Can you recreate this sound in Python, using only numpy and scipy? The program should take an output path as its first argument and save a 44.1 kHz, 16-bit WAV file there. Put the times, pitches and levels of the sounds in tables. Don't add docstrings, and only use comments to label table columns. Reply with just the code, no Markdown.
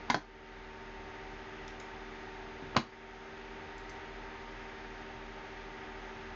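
import sys
import numpy as np
from scipy import signal
from scipy.fft import rfft, irfft, next_fast_len
from scipy.io import wavfile
from scipy.ndimage import uniform_filter1d

SR = 44100
rng = np.random.default_rng(int(sys.argv[2]) if len(sys.argv) > 2 else 0)


def volts(x):
    e = np.asarray(x, float) / 20
    return 10 ** e


def to_wav(s):
    ch = np.atleast_2d(s).T
    pcm = np.round(np.clip(ch, -1, 1) * 32767)
    wavfile.write(sys.argv[1], SR, pcm.astype(np.int16))


N = 280035


def wander(rate_hz):
    hold = int(SR / rate_hz)
    steps = np.repeat(rng.standard_normal(N // hold + 1), hold)
    return 1.1 * uniform_filter1d(uniform_filter1d(steps, hold), hold)[:N]


def lag(x, tau_s):
    keep = np.exp(-1 / (tau_s * SR))
    return signal.lfilter([1 - keep], [1, -keep], x)


def fan(rate_hz, multiples):
    turn = 2 * np.pi * np.cumsum(rate_hz) / SR
    tones = np.zeros(N)
    for multiple, level_db in multiples:
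        strength = np.sqrt(2) * volts(level_db + 1.2 * wander(4.0))
        tones += strength * np.sin(multiple * turn + 2 * np.pi * rng.random())
    return tones


def two_fans():
    # multiple, level_db [dB rms]
    tones_one = [(1, -71), (2, -77), (3, -60), (4, -60.5), (5, -54.5), (6, -64), (7, -79), (8, -66.5),
                 (9, -85), (10, -64.5), (11, -74.5), (12, -58.5), (16, -70)]
    tones_two = [(1, -67), (2, -77.5), (3, -75), (4, -72.5), (5, -59.5), (6, -71), (7, -69), (8, -76.5),
                 (9, -74.5), (10, -72), (11, -69.5), (16, -69)]
    # time_s, rate_hz
    speed_one = [
        (2.35, 76.2),
        (3.35, 76.82),
        (4.45, 77.06),
        (5.2, 76.54),
        (6.35, 76.38),
    ]
    speed_two = [
        (1.55, 79.27),
        (2.3, 80.07),
        (3.55, 80.21),
        (4.4, 79.4),
        (6.35, 79.0),
    ]
    t = np.arange(N) / SR
    rate_one = np.interp(t, *np.transpose(speed_one))
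    rate_two = np.interp(t, *np.transpose(speed_two))
    return fan(rate_one, tones_one) + fan(rate_two, tones_two)


def motors():
    # pitch_hz, level_db [dB rms]
    shaft_tones = [(38.08, -56.0), (40.86, -62.9), (48.74, -77.2), (53.52, -76.2), (97.64, -74.7),
                   (99.91, -68.9), (249.65, -78.2)]
    in_step_s, whine_hz, whine_db = 0.6, 6565, -87
    t = np.arange(N) / SR - in_step_s
    hum = np.zeros(N)
    for pitch_hz, level_db in shaft_tones:
        hum += volts(level_db - 0.5 + 2.0 * wander(1.8)) * np.sin(2 * np.pi * pitch_hz * t)
    whine_turn = 2 * np.pi * np.cumsum(whine_hz + 15 * wander(3.3)) / SR
    return np.sqrt(2) * (hum + volts(whine_db) * np.sin(whine_turn))


def air():
    # frequency_hz, density_db [dB per Hz]
    air_curve = [(22, -104), (40, -87.5), (110, -81), (250, -86.5), (1050, -87), (2000, -83.5), (4400, -99),
                 (8200, -104)]
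    # centre_hz, width_hz, lift_db
    housing = [(751, 90, 8), (882, 61, 9), (1195, 67, 3.5), (1360, 350, 1.5), (1630, 220, 2.5),
               (1936, 120, 2.5), (3570, 320, 2), (5070, 430, 2), (5720, 920, -4), (6400, 820, 1.5)]
    size = next_fast_len(N + 1, real=True)
    hz = np.maximum(np.fft.rfftfreq(size, 1 / SR), 1)
    curve_hz, curve_db = np.transpose(air_curve)
    density_db = np.interp(np.log(hz), np.log(curve_hz), curve_db)
    density_db = density_db + sum(lift_db / (1 + (2 * (hz - centre_hz) / width_hz) ** 2)
                                  for centre_hz, width_hz, lift_db in housing)
    spectrum = rfft(rng.standard_normal(size)) * volts(density_db) * np.sqrt(SR / 2)
    band = np.clip(np.round(2 * np.log2(hz)), 10, 26)
    swell_db = 0.5 * wander(1.09)
    rush = np.zeros(N)
    for b in np.unique(band):
        flicker_db = 0.53 * wander(9)
        rush += volts(swell_db + flicker_db) * irfft(spectrum * (band == b), size)[:N]
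    return rush


def knock(hits, modes, crack_db=-1.5):
    crack_t60_s, crack_hz = 0.02, 4500
    out = np.zeros(N)
    t = np.arange(SR // 9) / SR
    hz, db, t60_s = np.transpose(modes)[:, :, None, None]
    crowd = 0.037 * np.clip((hz - 900) / 1800, 0.1, 1)
    spread = np.linspace(-1.5, 1.5, 5)[:, None]
    chance = rng.standard_normal((len(hits), 3, len(modes), 5, 1))
    cracks = lag(rng.standard_normal((len(hits), len(t))), 1 / (2 * np.pi * crack_hz))
    cracks = cracks * np.exp(-np.log(1000) / crack_t60_s * t)
    for (start_s, force_db, contact_ms), (spot, detune, late), crack in zip(hits, chance, cracks):
        lead = np.sign(spot[:, :1])
        stir = lead * 0.57 + (0.79 * np.sign(spot) - lead * 0.61) * (crowd > 0.012)
        since = np.maximum(t - 0.00044 * np.abs(late), 0)
        pitch_hz = hz * (1 + crowd * (spread + 0.3 * detune))
        ring = volts(db) * stir * np.sin(2 * np.pi * pitch_hz * since)
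        ring = ring * np.exp(-np.log(1000) / t60_s * since)
        ring = ring * np.minimum(since / 0.00037, 1)
        struck = ring.sum((0, 1)) + volts(crack_db) * crack
        push = np.sin(np.pi * np.clip((t[:300] + 0.5 / SR) / (contact_ms / 1000), 0, 1))
        at = int(start_s * SR)
        out[at:at + len(t)] += volts(force_db) * signal.fftconvolve(struck, push / push.sum())[:len(t)]
    return signal.sosfilt(signal.butter(2, 95, "high", fs=SR, output="sos"), out)


def clack_and_rebound():
    # pitch_hz, level_db, t60_s
    clack_modes = [(249, -19, 0.11), (801, -3.5, 0.026), (1015, 1, 0.021), (1460, -4, 0.016),
                   (1750, -4.5, 0.017), (2140, -2, 0.013), (3150, -14.5, 0.029), (3900, -14, 0.024),
                   (4800, -2, 0.011), (5400, -22, 0.01), (6190, -9.5, 0.016), (7300, -6.5, .015)]
    rebound_modes = [(143, -20.5, 0.11), (306, -17.5, 0.094), (736, -0.5, 0.022), (1044, -2, 0.016),
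                     (1490, 0.5, 0.016), (1667, -7, .014), (2460, -16, .015), (3280, -14.5, .015),
                     (4240, -11.5, 0.013), (4770, -12, 0.016), (5700, -14, .015), (6430, -10.5, 0.017),
                     (7300, -11, .015)]
    # start_s, force_db, contact_ms
    clack_hits = [
        (.083, -42, 0.56),
        (.094, -45, 0.17),
        (.0992, -24.5, 0.07),
        (.1, -22.5, 0.25),
        (.1035, -26.5, 0.055),
        (.1092, -34.5, 0.31),
        (.1118, -28.5, 0.3),
        (.118, -34.5, 2.5),
    ]
    rebound_hits = [
        (.1436, -18.5, 0.17),
        (.1482, -29.5, 0.097),
        (.159, -21, 1.6),
        (.17, -34, 0.51),
    ]
    return knock(clack_hits, clack_modes, crack_db=1) + knock(rebound_hits, rebound_modes, crack_db=1)


def switch_ticks():
    # pitch_hz, level_db, t60_s
    switch_modes = [(3650, -2, .02), (4660, -21, .012), (5410, 1, 0.013), (6230, -2.5, .025),
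                    (7300, 2, 0.025), (8100, 13, .015)]
    # start_s, force_db, contact_ms
    switch_hits = [
        (1.6785, -48, 0.1),
        (1.7995, -49, .05),
        (1.81, -62, 0.087),
    ]
    return knock(switch_hits, switch_modes)


def thump():
    # pitch_hz, level_db, t60_s
    thump_modes = [(144.4, -4.5, 0.17), (274, -2, .07), (420, -9, .05)]
    # start_s, force_db, contact_ms
    thump_hits = [
        (2.621, -46, 1.6),
        (2.629, -46.5, 1.6),
        (2.645, -52, 1.4),
    ]
    return knock(thump_hits, thump_modes)


def desk_bounce():
    # pitch_hz, level_db, t60_s
    desk_modes = [(139, -14, 0.076), (236, -10.5, 0.065), (322, -11, .11), (652, -5, 0.027),
                  (765, -7, 0.03), (1037, -6.5, 0.042), (1260, -3.5, 0.016), (1505, -5.5, 0.033),
                  (2440, -3.5, 0.013), (3110, -6, 0.012), (3980, -8, .015), (4700, -9, 0.015),
                  (6220, -14, 0.02), (7370, -8, 0.019)]
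    # start_s, force_db, contact_ms
    desk_hits = [
        (2.748, -40.5, 0.33),
        (2.7616, -26.5, 0.6),
        (2.7652, -21, .09),
        (2.7686, -24, 0.24),
        (2.7732, -30.5, 0.045),
        (2.78, -28.5, 0.93),
        (2.79, -41, 1.5),
        (2.803, -42, 1.5),
    ]
    return knock(desk_hits, desk_modes, crack_db=3.5)


def switch_ticks_again():
    # pitch_hz, level_db, t60_s
    again_modes = [(3300, -5, .015), (4740, 0, .015), (5420, -3, 0.017), (6200, 0, 0.031), (7600, 18, 0.03),
                   (8300, 15.5, .015)]
    # start_s, force_db, contact_ms
    again_hits = [
        (3.7795, -59, 0.051),
        (3.8943, -57, 0.048),
        (3.9, -60, 0.052),
        (3.9766, -62, 0.23),
    ]
    return knock(again_hits, again_modes)


def room(x):
    t60_s, level_db, dull_hz = 0.26, -6, 14000
    thin_hz, thin_share = 2200, 0.49
    t = np.arange(SR // 2) / SR
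    tail = rng.standard_normal(len(t)) * 1000 ** (-t / t60_s) * (1 - np.exp(-t / 0.002))
    tail = lag(tail, 1 / (2 * np.pi * dull_hz))
    tail = tail - thin_share * lag(tail, 1 / (2 * np.pi * thin_hz))
    tail = tail / np.sqrt(np.sum(tail ** 2))
    return x + volts(level_db) * signal.fftconvolve(x, tail)[:N]


def scene():
    machines = two_fans() + motors() + air()
    knocks = clack_and_rebound() + thump() + desk_bounce()
    ticks = switch_ticks() + switch_ticks_again()
    return (machines + room(knocks + ticks))[None]


def band_limit(x):
    return signal.sosfilt(signal.butter(12, 8700, fs=SR, output="sos"), x)


def record(dry):
    duck_from_db, duck_share, attack_s, release_s = -38.5, 3.22, 0.028, 0.29
    ceiling = 0.7
    level_db = 10 * np.log10(lag(dry ** 2, 0.017) + 1e-12)
    over_db = np.maximum(level_db - duck_from_db, 0)
    mix = dry * volts(-duck_share * lag(lag(over_db, attack_s), release_s))
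    top_cut = signal.butter(12, 6750, fs=SR, output="sos")
    mix = signal.sosfilt(np.tile(top_cut, (2, 1)), mix)
    mix = ceiling * np.tanh(mix / ceiling)
    mix = mix + volts(-99) * rng.standard_normal(dry.shape)
    return band_limit(mix)


dry = scene()
out = record(dry)
to_wav(out)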